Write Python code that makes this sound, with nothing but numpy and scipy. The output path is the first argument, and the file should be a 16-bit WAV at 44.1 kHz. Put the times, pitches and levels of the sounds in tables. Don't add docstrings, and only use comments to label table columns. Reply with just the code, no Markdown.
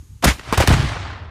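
import sys
import numpy as np
from scipy import signal
from scipy.io import wavfile

SR = 44100
rng = np.random.default_rng(int(sys.argv[2]) if len(sys.argv) > 2 else 0)


def boost(x):
    u = np.asarray(x, float) / 20
    return 10 ** u


def to_wav(sig):
    pcm = np.clip(np.atleast_2d(sig), -1, 1) * 32767
    pcm = np.round(pcm).astype(np.int16)
    wavfile.write(sys.argv[1], SR, pcm.T)


N = 57330

# onset t/s, level/dB, length/s, body f/Hz, bright edge re body/dB
SHOCK_FRONTS = [(.2290, -25.5, 0.0044, 800, -15), (0.2368, -15.5, 0.0034, 600, -25),
                (0.276, -19, 0.0044, 2200, -8), (0.283, -24, 0.002, 1500, -10),
                (.2880, -21, 0.0042, 2100, -10), (.3000, -23, 0.0045, 2300, -10),
                (.3060, -23.5, 0.0032, 1000, -15), (0.2423, -15, 0.014, 776, -4),
                (.2430, -19, 0.0028, 3520, 5.5), (.3940, -29, 0.002, 2070, -35),
                (0.389, -39.5, 0.01, 292, -28), (0.411, -37, 0.0011, 2000, -23),
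                (0.5254, -12, 0.0018, 784, -9), (0.5338, -14, 0.0012, 940, -15),
                (.5420, -25, 0.005, 1820, -9), (0.576, -12, 0.0038, 1000, -7.5),
                (0.582, -21, 0.002, 1100, -4), (.5950, -28, 0.0018, 900, -5),
                (0.6015, -12, 0.0018, 1100, -13), (0.604, -15.5, 0.0085, 665, -9),
                (.6150, -22, 0.0016, 1500, -7), (0.622, -19.5, 0.0035, 1280, -15),
                (0.633, -25, 0.004, 1100, -9), (0.645, -25, 0.0036, 650, -18),
                (.6222, -16, 0.0032, 2200, -30), (0.669, -37, 0.0018, 3000, -6),
                (0.674, -14.5, 0.0026, 2620, -2.5), (0.681, -18, 0.0016, 2600, -1.5),
                (0.7061, -14.5, 0.0016, 900, -39), (0.7119, -9.5, 0.001, 1020, -31),
                (.7380, -20, 0.001, 2000, -25), (.6900, -24, 0.006, 2500, -8),
                (.7240, -22, 0.006, 1500, -10), (0.743, -23, 0.002, 1000, -20),
                (.7820, -25, 0.004, 720, -30), (.9170, -33.5, 0.008, 1000, -40),
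                (.9600, -30.5, 0.013, 920, -50), (1.050, -36, 0.01, 1000, -50),
                (1.099, -35.5, 0.0094, 1100, -50), (1.128, -42.5, 0.007, 1700, -50),
                (0.887, -32.5, 0.0088, 2800, -50)]
# crest t/s, peak level/dB, f/Hz, length/cycles
PRESSURE_PUNCHES = [(.2375, -17, 590, 4.9), (.2838, -10.5, 200, 2.5), (.2418, -6.5, 850, 2.9),
                    (.6022, -12, 630, 2), (0.6985, -15.5, 134, 1.9), (.2500, -22, 188, 5.6),
                    (.2575, -7, 250, 1.5), (0.49, -29, 134, 1.1), (.5290, -13.5, 209, 2.7),
                    (.5272, -5, 980, 2.3), (.5340, -13.5, 930, 3.2), (.5772, -11, 600, 2.8),
                    (.6055, -14, 560, 3.5), (.6110, -17, 640, 3.5), (.2290, -34.5, 240, 2.1),
                    (.2400, -14, 430, 2.3), (.6790, -14.5, 346, 4.6), (.6775, -7.5, 780, 2.3),
                    (.6868, -15.5, 330, 2.3), (.7045, -7.5, 247, 1.93), (0.64, -12.5, 360, 2.5),
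                    (.7350, -17.5, 320, 3), (.7056, -9.5, 680, 1.9), (.7200, -15, 330, 2.0),
                    (.7700, -20, 250, 3.0), (.7940, -19.5, 250, 1.5), (.8100, -24, 270, 2.5),
                    (.8320, -18.5, 280, 2.0), (.8375, -17.5, 223, 1.8), (.8500, -21, 270, 3.6),
                    (.3650, -38.5, 197, 4.0), (.8770, -19, 67, 2.5), (.8960, -24, 70, 2.5),
                    (1.2600, -31, 85, 4.0), (1.2350, -31, 87, 2.0), (1.1760, -31, 90, 3.0),
                    (.9500, -26, 90, 2.5), (.9890, -27, 90, 2.5), (.9200, -30, 300, 5.0),
                    (.3900, -36, 290, 4.3), (0.73, -25, 69, 2.9)]
# crest t/s, peak level/dB, f/Hz, length/cycles
AIR_THUMPS = [(.2625, -7, 135, 1.67), (.2770, -8, 61.6, 2.25), (0.295, -11, 67, 1.5), (0.31, -14, 67, 2.9),
              (.3400, -28, 54.6, 3.5), (0.532, -24.5, 75, 4.6), (.5870, -5.5, 84, 2.6),
              (.6035, -10.5, 105, 1.4), (0.6135, -7.5, 90, 1.4), (.6880, -3, 98, 1.75),
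              (.7015, -7.5, 69.5, 1.37), (.7092, -5.5, 125, 1.9), (.7172, -5.5, 112, 1.9),
              (.7305, -5.5, 62, 2.0), (.7440, -8, 125, 1.8), (.7505, -11, 110, 1.7),
              (0.7655, -10.5, 85, 1.7), (.7745, -16, 120, 1.8), (.7865, -18, 115, 1.7),
              (0.8015, -7.5, 115, 3), (.8300, -11, 101, 0.76), (.8450, -9.5, 90, 1.26),
              (0.859, -12, 86, 1.3), (.9250, -23, 102, 4.9), (.9690, -21, 105, 2.3), (1.0100, -22.5, 91, 4),
              (1.054, -25.5, 79, 6.6), (1.0980, -25, 93.7, 4.8), (1.1250, -26.5, 86, 6.3),
              (1.1550, -29, 83, 5.6), (1.223, -25, 92.6, 3.1), (1.2850, -28, 75, 2.1)]
# t/s, level/dB, air path/m
MUZZLE_GAS = [
    (.220, -72, 10),
    (.226, -31.5, 22),
    (.238, -30.5, 48),
    (.246, -15.5, 7.9),
    (.260, -25, 26),
    (.278, -15.5, 34),
    (.308, -22, 60),
    (.340, -38.5, 4.1),
    (.368, -45.5, 2.7),
    (.43, -47, 58),
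]
# t/s, level/dB, air path/m
TREE_ECHO = [(.43, -48.5, 70), (.496, -35.5, 100), (.524, -34.5, 111), (.528, -26, 41), (.573, -32.5, 70),
             (.578, -22.5, 40), (.598, -26, 45), (.602, -21.5, 45), (.63, -23, 50), (.658, -34.5, 50),
             (.673, -29.5, 40), (.678, -23, 50), (.736, -22, 64.4), (.76, -27.5, 71), (.9, -31, 115),
             (1.0, -35, 180), (1.08, -34.5, 228), (1.17, -39.5, 293), (1.3, -45.5, 380)]
# crest t/s, peak level/dB, f/Hz, length/cycles
WIND_LUMPS = [(.005, -29.5, 71.5, 3.5), (.031, -42.5, 109, 3.1), (.056, -41, 80, 2.9),
              (.102, -33, 76.5, 2.6), (.122, -33.5, 93, 2), (.134, -30, 81, 1.24), (.150, -36, 93, 0.96),
              (.161, -32.5, 83, 1.9), (.216, -35, 80, 1.4), (.400, -34, 60.3, 2.2), (.440, -46, 55, 2.2),
              (.478, -34, 320, 3.3), (.030, -46, 250, 3.0), (.110, -46, 200, 3.0), (.485, -30.5, 69.4, 3.4)]
# f/Hz, density/dB
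MUZZLE_SPECTRUM = [(100, -7), (200, 4), (450, -2.5), (1000, 1.5), (2200, 1), (5000, -5.5), (9000, -8),
                   (15000, -16.5)]
# f/Hz, density/dB
ECHO_SPECTRUM = [(60, -15), (200, 4), (420, -3), (800, 4), (2200, 1.5), (5000, -5), (9000, -9),
                 (15000, -19.5)]
# f/Hz, density/dB
FIELD_SPECTRUM = [(130, -42), (220, -2.5), (384, -3.5), (603, -20.5), (899, -11.5), (1870, -15.5),
                  (6300, -14.5), (13000, -16), (14800, -40)]

AIR_LOSS_10KHZ_DB_PER_M, AIR_LOSS_EXPONENT = 0.12, 1.6
CRACKLE_DEPTH, CRACKLE_FULL_HZ = 1.8, 1500
SNAPS_PER_S, SNAP_SPREAD_DB = 2500, 3.0
STEEPEN_RAD = 0.55


def rms_one(x):
    return x / np.sqrt(np.mean(x ** 2) + 1e-20)


def band(x, low_hz, high_hz, order=2):
    sos = signal.butter(order, [low_hz, high_hz], "band", fs=SR, output="sos")
    return signal.sosfilt(sos, x)


def drift(rate_hz):
    pole = np.exp(-2 * np.pi * rate_hz * 40 / SR)
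    draws = rng.standard_normal(N // 40 + 2002)
    slow = signal.lfilter([1], [1, -2 * pole, pole * pole], draws)[2000:]
    return np.interp(np.arange(N) / 40, np.arange(len(slow)), rms_one(slow))


def snapping_noise(snap_share):
    white = rng.standard_normal((2, N))
    size_db = SNAP_SPREAD_DB * np.minimum(rng.exponential(1, N), 4)
    sizes = boost(size_db) * rng.choice([-1, 1], N)
    snaps = rms_one(sizes * (rng.random(N) < SNAPS_PER_S / SR))
    return np.sqrt(1 - snap_share) * white + np.sqrt(snap_share) * snaps * [[1], [-1]]


def coloured(spectrum, patchy_db, path_m=0., snap_share=0.):
    together = drift(25)
    fast = CRACKLE_DEPTH * np.clip(drift(250), -2, 2)
    noise = snapping_noise(snap_share)
    hzs, dbs = np.transpose(spectrum)
    edges_hz = 100 * 2 ** np.arange(0, 7.4, 1 / 5)
    out = 0
    for k, (low_hz, high_hz) in enumerate(zip(edges_hz, edges_hz[1:])):
        hz = np.sqrt(low_hz * high_hz)
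        density_db = np.interp(np.log(hz), np.log(hzs), dbs)
        air_db = AIR_LOSS_10KHZ_DB_PER_M * path_m * (hz / 10000) ** AIR_LOSS_EXPONENT
        shared = together + fast * min(hz / CRACKLE_FULL_HZ, 1)
        flicker_db = patchy_db * (0.47 * shared + drift(14))
        out = out + boost(density_db - air_db + flicker_db) * band(noise[k % 2], low_hz, high_hz, order=3)
    return out


def swings(rows):
    t, out = np.arange(N) / SR, np.zeros(N)
    for crest_s, db, hz, cycles in rows:
        turns = (t - crest_s) * hz
        phase = 2 * np.pi * turns
        wave = np.cos(phase + STEEPEN_RAD * boost(db) * np.cos(phase))
        swell = np.cos(np.pi * np.clip(turns / cycles, -.5, .5)) ** 2
        out += boost(db) * wave * swell
    return out


def gas_rush(rows, spectrum, rumble_db, snap_share=0.):
    t = np.arange(N) / SR
    s, dbs, paths_m = np.transpose(rows)
    db, path_m = np.interp(t, s, dbs), np.interp(t, s, paths_m)
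    roar = 2.636 * coloured(spectrum, 1.3, np.maximum(path_m, 0), snap_share)
    roll = rms_one(band(rng.standard_normal(N), 45, 128, order=3))
    return (t >= s[0]) * boost(db) * (roar + boost(rumble_db) * roll)


def cracks():
    rise_s, body_fall_s, edge_fall_s = 0.00028, 0.0027, 0.0012
    spread = 1 + 1 / 2.58
    out, t = np.zeros(N + SR), np.arange(SR // 20) / SR
    for onset_s, db, length_s, hz, edge_db in SHOCK_FRONTS:
        noise = rng.standard_normal((2, len(t)))
        rise = np.minimum(t / rise_s, 1)
        past_s = np.maximum(t - length_s, 0)
        shape = rise * np.exp(-past_s / body_fall_s)
        body = band(noise[0] * shape, hz / spread / 1.71, hz * spread)
        body = body * np.sqrt(np.sum(shape ** 2) / np.sum(body ** 2))
        edge = rms_one(band(noise[1], 1700, 9700, order=1)) * rise * np.exp(-past_s / edge_fall_s)
        i = int(onset_s * SR)
        out[i:i + len(t)] += boost(db) * (body + boost(edge_db) * edge)
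    return out[:N]


def punches():
    return swings(PRESSURE_PUNCHES)


def thumps():
    return swings(AIR_THUMPS)


def muzzle_gas():
    jet = gas_rush(MUZZLE_GAS, MUZZLE_SPECTRUM, rumble_db=-4, snap_share=.3)
    return jet * (np.arange(N) / SR < .5)


def tree_echo():
    return gas_rush(TREE_ECHO, ECHO_SPECTRUM, rumble_db=-2)


def wind():
    steady = rms_one(band(rng.standard_normal(N + 4000), 40, 130, order=3)[4000:])
    return boost(-50) * steady + swings(WIND_LUMPS)


def grass_and_insects():
    duck_db = np.interp(np.arange(N) / SR, [0, .06, .22, .4, 1.0], [2, 0, -2, -4.5, -22])
    insects = rms_one(band(rng.standard_normal(N), 6600 - 350, 6600 + 350))
    grass = rms_one(coloured(FIELD_SPECTRUM, 0.62))
    return boost(-67 + duck_db + 2.0 * drift(14)) * insects + boost(-59.5 + duck_db) * grass


def scene():
    blasts = cracks() + punches() + thumps() + muzzle_gas()
    return (blasts + tree_echo() + wind() + grass_and_insects())[None]


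def low_pass(x):
    return signal.sosfilt(signal.butter(12, 16650, fs=SR, output="sos"), x)


def record(dry):
    x = dry / (1 + (dry / .7) ** 4) ** .25
    x = signal.sosfilt(signal.butter(2, 20, "high", fs=SR, output="sos"), x)
    x = signal.sosfilt(signal.cheby2(10, 40, 16100, fs=SR, output="sos"), x)
    return low_pass(x)


dry = scene()
out = record(dry)
to_wav(out)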